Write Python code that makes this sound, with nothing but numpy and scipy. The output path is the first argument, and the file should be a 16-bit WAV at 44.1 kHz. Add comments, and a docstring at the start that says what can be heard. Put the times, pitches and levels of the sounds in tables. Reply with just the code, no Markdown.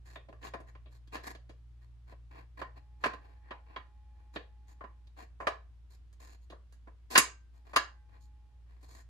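"""A workbench in a small room. A shotgun's receiver is worked onto its barrels: steel slides on
steel in tiny slips, knocks, and twice snaps home, leaving a faint ring. Slips and knocks excite
the gun's resonances; the free barrels sing faintly. The bench and pegboard wall answer at once,
the room a little later. A motor hums low throughout, over rumble and faint air."""
import sys
import numpy as np
from scipy import signal
from scipy.fft import rfft, irfft, next_fast_len
from scipy.io import wavfile
from scipy.ndimage import uniform_filter1d, map_coordinates

SR = 44100
rng = np.random.default_rng(int(sys.argv[2]) if len(sys.argv) > 2 else 0)


def bounce(signal):
    """Save signal as a 16-bit WAV file at the path given by the first command-line argument."""
    frames = np.transpose(np.atleast_2d(signal))
    limited = np.clip(frames, -1, 1)
    pcm = np.round(limited * 32767).astype(np.int16)
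    wavfile.write(sys.argv[1], SR, pcm)


N = 400867


def amp(db):
    """Decibels to gain."""
    return 10 ** (np.asarray(db) / 20)


def unit(x):
    """Scale to rms 1."""
    return x / np.sqrt(np.mean(x ** 2) + 1e-20)


def along(points, hz):
    """(Hz, value) points read on a log axis."""
    f, v = np.transpose(points)
    return np.interp(np.log(hz + 1), np.log(f), v)


def wobble(rate):
    """A smooth random curve, rate knots a second."""
    coarse = np.linspace(0, N, 8192)
    knots = rng.standard_normal(int(N * rate / SR) + 4)
    return np.interp(np.arange(N), coarse, map_coordinates(knots, [coarse * rate / SR]))


def resonance(hz, centre_hz, width_hz):
    """Magnitude of one mode, 1 at its centre."""
    return 1 / np.sqrt(1 + (2 * (hz - centre_hz) / width_hz) ** 2)


def filtered(x, gain):
    """x through the causal filter whose magnitude is gain(Hz)."""
    n = x.shape[-1]
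    m = 2 * next_fast_len(n // 2 + 4096)
    cepstrum = irfft(np.log(np.maximum(gain(np.fft.rfftfreq(m, 1 / SR)), 1e-6)))
    cepstrum[1:m // 2] *= 2
    cepstrum[m // 2 + 1:] = 0
    return irfft(rfft(x, m) * np.exp(rfft(cepstrum)), m)[..., :n]


def from_left(x, lead_samples=8):
    """Direct sound arrives on the left first."""
    return np.array([x, np.pad(x, (lead_samples, 0))[:len(x)]])


# Left-right likeness: freq_hz, correlation
COHERENCE = [(60, 0.39), (300, 0.43), (640, 0.25), (1400, 0.16), (15000, 0.049)]


def stereo_field(pair):
    """Two unrelated signals to stereo, most alike in the bass."""
    n = pair.shape[-1]
    m = next_fast_len(n)
    angle = np.arccos(np.clip(along(COHERENCE, np.fft.rfftfreq(m, 1 / SR)), -1, 1)) / 2
    mid, side = irfft(rfft(pair, m) * [np.cos(angle), np.sin(angle)], m)[:, :n]
    return np.array([mid + side, mid - side])


# Contour of the hum's octave: time_s, level_db
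OCTAVE_LEVELS = [(0.0, -66), (0.3, -64), (2.71, -65), (4.13, -84.5), (5.29, -73.5), (8.2, -83.5),
                 (9.09, -69.5)]


def motor_hum(pitch_hz, level_db, sag_db_per_s, octave_gain_db):
    """Slightly unsteady motor: a slowly weakening fundamental and its octave."""
    t = np.arange(N) / SR
    phase = 2 * np.pi * pitch_hz * (t + 0.00047 * wobble(4.7))
    fundamental = amp(level_db - sag_db_per_s * t + 0.67 * wobble(6))
    octave = amp(octave_gain_db + np.interp(t, *np.transpose(OCTAVE_LEVELS)))
    return fundamental * np.sin(phase) + octave * np.sin(2 * phase)


def noise(spectrum):
    """Stereo noise of rms 1."""
    white = rng.standard_normal((2, N))
    return unit(stereo_field(filtered(white, lambda hz: amp(along(spectrum, hz)))))


# Background spectra: freq_hz, relative_db
RUMBLE_SPECTRUM = [(20, -24.5), (38, -16), (55, -4), (80, -3), (105, -7.5), (140, -17), (220, -34.5),
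                   (500, -69)]
AIR_SPECTRUM = [(100, -32.5), (170, -5.5), (284, -2.5), (542, -13.5), (808, -11), (2440, -18), (3300, -18),
                (10700, -31.5), (16000, -44)]


def rumble_and_air(rumble_db, air_db):
    """Steady low rumble and faint room air."""
    return amp(rumble_db) * noise(RUMBLE_SPECTRUM) + amp(air_db) * noise(AIR_SPECTRUM)


# Resonances of the held gun: pitch_hz, width_hz, level_db
GUN_MODES = [(299, 43, 0), (427, 98, -2), (675, 230, 4.5), (1029.3, 51, 7), (1153.5, 42, 3), (1396, 11, -3),
             (1700, 37, -1.5), (1722, 110, 4.5), (1878, 30, 7), (2275, 18, 6), (2440, 50, 0.5),
             (2826, 98, 2.5), (3300, 56, 1.5), (3724, 15, 0.5), (4470, 290, 5), (4910, 110, 4.5),
             (6020, 16, 3), (6540, 93, 8.5), (7100, 130, 3.5), (7700, 80, 8), (10270, 170, 6)]


def gun_response(hz, dense_db):
    """Strong modes above a bed of densely packed weak ones."""
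    power = sum((amp(db) * resonance(hz, pitch, width)) ** 2 for pitch, width, db in GUN_MODES)
    return np.sqrt(amp(dense_db) ** 2 + power)


# Room decay: freq_hz, t60_s
ROOM_DECAY = [(150, 0.12), (400, 0.3), (1100, 0.26), (2800, 0.25), (7000, 0.24), (15000, 0.089)]


def room_tail(size):
    """Fresh stereo reverberation, energy 1 a side."""
    hz, t, spectra = signal.stft(rng.standard_normal((2, size)), SR, nperseg=256)
    decay = amp(-60 * t / along(ROOM_DECAY, hz)[:, None])
    tail = signal.istft(spectra * decay, SR, nperseg=256)[1][:, :size]
    return unit(tail) / np.sqrt(size)


# Modes that friction drives hardest: pitch_hz, width_hz, level_db
SQUEAK_MODES = [(1870, 210, 1.5), (2620, 100, -2), (3870, 56, -7), (4243, 280, -4.5), (6800, 200, 3),
                (7970, 120, -2.5)]


def squeaking(x, squeak_db, wander_db):
    """Friction feeds now one mode, now another, as the contact point moves."""
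    modes = 0
    for hz, width_hz, db in SQUEAK_MODES:
        drive = amp(db + wander_db * np.tanh(wobble(8.2)))
        modes += drive * signal.lfilter(*signal.iirpeak(hz, hz / width_hz, SR), x)
    return x + amp(squeak_db) * modes


# Sliding strokes: start_s, length_s, rub_db, hiss_db, press_db (change from start to end)
STROKES = [(0.05, 0.11, -65.5, -68.5, 3), (0.41, 0.066, -55, -65, 7), (0.659, 0.036, -69, -79, 8.5),
           (0.906, 0.059, -73.5, -74.5, 2), (1.114, 0.041, -52, -64, 11), (1.231, 0.075, -53, -56, -3),
           (1.808, 0.03, -75, -81, 0), (2.065, 0.054, -70, -82.5, 11), (2.304, 0.12, -63, -80, 2),
           (2.567, 0.047, -57, -72, 8.5), (2.755, 0.026, -63, -78.5, 2), (2.998, 0.043, -63.5, -74, 13.5),
           (3.208, 0.17, -69, -87, -10), (3.41, 0.1, -72, -98.5, 20), (3.657, 0.095, -67, -90, 1),
           (4.15, 0.12, -79.5, -96, 0), (4.326, 0.032, -65, -71.5, 13), (4.669, 0.056, -71.5, -74, 2),
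           (5.163, 0.069, -56, -68, 0), (5.894, 0.064, -74, -72.5, 2.5), (6.197, 0.15, -65, -67.5, -12),
           (6.405, 0.033, -85.5, -80.5, 0), (7.098, 0.053, -48.5, -47.5, 9.5),
           (7.524, 0.078, -79.5, -84.5, 0.5), (7.646, 0.07, -65, -75.5, 1), (8.081, 0.1, -72, -90.5, -2),
           (8.2, 0.055, -92, -76, -3), (8.66, 0.13, -80, -94, 3), (8.804, 0.062, -72, -75, 2),
           (8.879, 0.13, -66, -66.5, 2.5)]


def stroke_levels(grip_s=0.012, release_s=0.024, swell_db=4):
    """Rub and hiss gains: each stroke grips, follows the hand's pressure and speed, and lets go."""
    levels = np.zeros((2, N + SR))
    for start_s, length_s, rub_db, hiss_db, press_db in STROKES:
        t = np.arange(int((length_s + release_s) * SR)) / SR
        gate = np.minimum(t / grip_s, 1) * np.minimum((length_s + release_s - t) / release_s, 1)
        pressure_db = press_db * (np.minimum(t / length_s, 1) - .5)
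        speed_db = swell_db * (np.sin(np.pi * t / t[-1]) - 1)
        envelope = gate * amp(pressure_db + speed_db)
        levels[:, round(start_s * SR):][:, :len(t)] += amp([[rub_db], [hiss_db]]) * envelope
    return levels[:, :N]


# Friction spectra: freq_hz, relative_db
RUB_SPECTRUM = [(60, -34.5), (170, -1), (400, 3), (800, -1.5), (1800, -4), (3200, -14), (5000, -27.5),
                (9000, -49.5)]
HISS_SPECTRUM = [(1500, -59), (3000, -7), (4300, 1.5), (7500, 0.5), (9000, -9.5), (12000, -3.5),
                 (15500, -18)]


def slides(rub_gain_db, hiss_gain_db, slips_per_s, spread_db, direct_db, smooth_db, room_db):
    """Steel catches and slips on steel: tiny uneven impacts excite the gun."""
    rub, hiss = stroke_levels()
    slipping = rng.random(N) < slips_per_s / SR
    slips = slipping * amp(spread_db * np.clip(rng.standard_normal(N), -2, 2) + 2.4 * wobble(70))
    t = np.arange(SR // 40) / SR
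    bench = rng.standard_normal((2, len(t))) * amp(-60 * t / 0.016)
    echoes = unit(signal.oaconvolve(slips[None], bench, axes=1)[:, :N])
    scattered = stereo_field(echoes + amp(smooth_db) * rng.standard_normal((2, N)))
    grains = squeaking(amp(direct_db) * from_left(unit(slips)) + scattered, squeak_db=4, wander_db=7)
    grating = unit(filtered(grains, lambda hz: amp(along(RUB_SPECTRUM, hz)) * gun_response(hz, 0)))
    sheen = unit(filtered(grains, lambda hz: amp(along(HISS_SPECTRUM, hz))))
    dry = amp(rub_gain_db) * rub * grating + amp(hiss_gain_db) * hiss * sheen
    return dry + amp(room_db) * signal.oaconvolve(dry, room_tail(SR // 3), axes=1)[:, :N]


def contact_colour(thud_db, body_db, clack_db, tick_db, knock_hz, clink_hz, ping_hz=3874):
    """Gain curve of one contact: it favours one low and two high modes; the treble varies by chance."""
    low_db = thud_db + 17
    slope = [(40, low_db - 28), (130, low_db - 7), (300, low_db + 1),
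             (620, body_db + 3), (860, body_db / 2 - 3), (1050, 2),
             (1800, 0.27 + 0.17 * clack_db), (3600, clack_db - 0.5),
             (7500, tick_db), (11000, tick_db - 4), (15500, tick_db - 13)]
    grid_hz = np.arange(2000, SR / 2, 250)
    chance_db = 2.5 * np.clip(rng.standard_normal(len(grid_hz)), -1.5, 1.5)

    def colour(hz):
        bright = resonance(hz, clink_hz, 79) ** 2 + resonance(hz, ping_hz, 79) ** 2
        favoured = 1 + resonance(hz, knock_hz, 89) ** 2 + amp(3) * bright
        return amp(along(slope, hz) + np.interp(hz, grid_hz, chance_db, left=0)) * favoured
    return colour


def contact(t, colour, chatter_t60_s, hardness, rise_s=0.006, room_db=-4.5, room_rise_s=0.003):
    """One blow: a crack, shorter and stronger if hard; chatter and bench echoes; then the room."""
    def burst(t60_s):
        white = rng.standard_normal((2, len(t)))
        return unit(white * amp(-60 * t / t60_s) * (1 - np.exp(-t / rise_s))) / np.sqrt(len(t))
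    chatter = burst(chatter_t60_s)
    room = amp(room_db) * room_tail(len(t)) * (1 - np.exp(-t / room_rise_s))
    crack = amp(-0.5 + 2.8 * hardness) * from_left(burst(.06 / (1 + hardness))[0])
    fade = np.minimum(10 * (1 - t / t[-1]), 1) ** 2
    blow = (stereo_field(chatter + room) + crack) * fade
    # a short blow has a flat spectrum: level it, then colour it
    power = np.mean(np.abs(rfft(blow)) ** 2, axis=0)
    power = np.abs(uniform_filter1d(power, size=48)) + 1e-9
    bins_hz = np.fft.rfftfreq(len(t), 1 / SR)
    return filtered(blow, lambda hz: colour(hz) / np.sqrt(np.interp(hz, bins_hz, power)))


# Steel contacts (thud to tick: relative band weights; pan: left minus right):
# start_s, level_db, thud_db, body_db, clack_db, tick_db, knock_hz, clink_hz, pan_db, chatter_t60_s
CONTACTS = [(0.157, -42.5, -19.5, 1.5, -4, -41, 1860, 3610, -1, 0.021),
            (0.285, -56, -0.5, 13, -8, -27, 1020, 3400, -1, 0.058),
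            (0.326, -50.5, -18, 4.5, -17, -32, 1150, 2650, 0.5, 0.019),
            (0.427, -50, -14, 1, -2, -25, 1700, 2480, 0, 0.04),
            (0.467, -50.5, -5, -9, 0, -14, 1690, 2570, -3, 0.029),
            (0.536, -37, -26, 2, -11.5, -29.5, 1670, 2370, -1.5, 0.027),
            (0.5421, -38, -12.5, 1.5, -37, -45, 1040, 2400, 5.5, 0.027),
            (0.601, -52.5, -5, 6.5, -18, -18, 1030, 2770, -1, 0.06),
            (0.750, -51.5, -17, -2.5, -14, -35, 1090, 2380, -2, 0.034),
            (0.856, -63, -3.5, 8, 3.5, -41, 1140, 2620, 1, 0.14),
            (1.073, -68, -2, -9, 4, -8, 1670, 3300, -2, 0.05),
            (1.151, -36, -19.5, -2.5, -9, -24, 1810, 2600, 0.5, 0.19),
            (1.348, -53, -7.5, 5.5, 0.5, -17.5, 1700, 3070, -2.5, 0.046),
            (1.492, -55.5, -1.5, 7, -5, -17, 1730, 2830, 1, 0.11),
            (2.122, -54, -8, 5.5, -14, -39, 1000, 2660, -1.5, 0.061),
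            (2.614, -31, -19, -4.5, -16.5, -39, 1016, 3000, -2.5, 0.066),
            (3.037, -19, -30, -10.5, -14, -32, 1620, 2580, 0, 0.062),
            (3.057, -25, -15.5, -0.5, -15, -28.5, 1050, 2410, -0.5, 0.033),
            (3.133, -40, -12, -4, -12.5, -28.5, 1100, 2600, -1.5, 0.037),
            (3.507, -35, -17, -3.5, -12, -41, 945, 3100, 0, 0.061),
            (3.761, -33.5, -22, -6.5, -9.5, -41.5, 1030, 3270, -2, 0.021),
            (4.359, -35, -9, 1, -3, -34, 1740, 3050, 0.5, 0.032),
            (4.807, -39, -21.5, -5.5, -30, -46, 1076, 3080, 2.5, 0.06),
            (4.838, -41.5, -14.5, -2.5, -23.5, -43, 1020, 2930, -4, 0.05),
            (5.070, -75, -9.5, 4, 12, -6, 1800, 3350, -2.5, 0.036),
            (5.401, -33, -21, -0.5, -26, -35.5, 1056, 2520, -0.5, 0.23),
            (5.4684, -19.5, -25.5, -2, -14.5, -31, 1226, 3070, -1.5, 0.049),
            (6.127, -68.5, -10, -4, -3, -2, 1160, 3150, -3, 0.069),
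            (6.499, -55, -1, 5.5, 2.5, -15.5, 1130, 3480, -1, 0.14),
            (6.521, -46, -11.5, 2.5, -31.5, -42, 1120, 3330, 2, 0.11),
            (6.723, -63.5, -14, -3, -6.5, -3.5, 1670, 2880, -5, 0.14),
            (6.871, -49.5, -9, -1.5, -24, -34, 977, 2630, -2, 0.087),
            (7.1532, -10, -29.5, -15, -6, -23, 1500, 2790, -0.5, 0.15),
            (7.1765, -14.5, -18.5, -11.5, -3.5, 0, 1910, 2950, -2, 0.05),
            (7.732, -36, -21.5, -3.5, -17, -26.5, 1140, 2470, 0, 0.097),
            (7.7599, -13, -29, -12.5, -9.5, -20, 1190, 5016, -1.5, 0.055),
            (8.828, -64, -4, 3, -8.5, -4, 1880, 2498, -1, 0.06)]


def knocks(gain_db, ring_hz):
    """Soft, heavy contacts thud, hard ones tick; each rings the gun in its own colour."""
    out = np.zeros((2, N + SR))
    t = np.arange(SR // 3) / SR
    for start_s, level_db, thud, body, clack, tick, knock_hz, clink_hz, pan_db, t60_s in CONTACTS:
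        colour = contact_colour(thud, body, clack, tick, knock_hz, clink_hz)
        blow = contact(t, colour, t60_s, hardness=np.clip(1 + tick / 30, 0, 1))
        gains = amp(level_db + gain_db + np.array([[pan_db], [-pan_db]]) / 2)
        out[:, round(start_s * SR):][:, :len(t)] += gains * blow
    # one barely damped mode, heard after the hardest snaps
    ring = lambda hz: 1 + .4 * resonance(hz, ring_hz, width_hz=4.6) ** 2
    return filtered(out[:, :N], lambda hz: gun_response(hz, dense_db=-2) * ring(hz))


# Long, weak barrel modes: pitch_hz, level_db
BARREL_MODES = [(840, 0), (1077, -15), (1728, -19), (1911, -20), (2412, -19)]
# Spans of the barrels' note: start_s, length_s, level_db
BARREL_NOTES = [(2.55, 2.56, -75.5), (7.55, 1.1, -78)]


def barrel_note(gain_db, waver_rad, arch_power):
    """The barrels sing faintly while they hang free of the receiver."""
    t = np.arange(N) / SR
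    drift = waver_rad * wobble(14)
    envelope = np.zeros(N)
    for start_s, length_s, level_db in BARREL_NOTES:
        progress = np.clip((t - start_s) / length_s, 0, 1)
        envelope += amp(level_db) * np.abs(np.sin(np.pi * progress)) ** arch_power
    tone = sum(amp(db) * np.sin(2 * np.pi * hz * t + drift) for hz, db in BARREL_MODES)
    return amp(gain_db) * envelope * tone


def scene():
    """The gun handled close by, the motor and room behind it."""
    gun = knocks(gain_db=31, ring_hz=1565)
    gun += slides(rub_gain_db=5, hiss_gain_db=2, slips_per_s=450, spread_db=1.5,
                  direct_db=-4.5, smooth_db=-7.5, room_db=-10)
    gun += barrel_note(gain_db=3.5, waver_rad=0.22, arch_power=0.41)
    hum = motor_hum(pitch_hz=58.95, level_db=-50, sag_db_per_s=0.24, octave_gain_db=3)
    return gun + hum + rumble_and_air(rumble_db=-64.5, air_db=-77)


def record(dry):
    """Low-pass: nothing above top_hz."""
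    top_hz, taper_hz = 16400, 800
    m = next_fast_len(N + SR // 2)
    passband = np.clip((top_hz - np.fft.rfftfreq(m, 1 / SR)) / taper_hz, 0, 1) ** 2
    return irfft(rfft(dry, m) * passband, m)[:, :N]


dry = scene()
out = record(dry)
bounce(out)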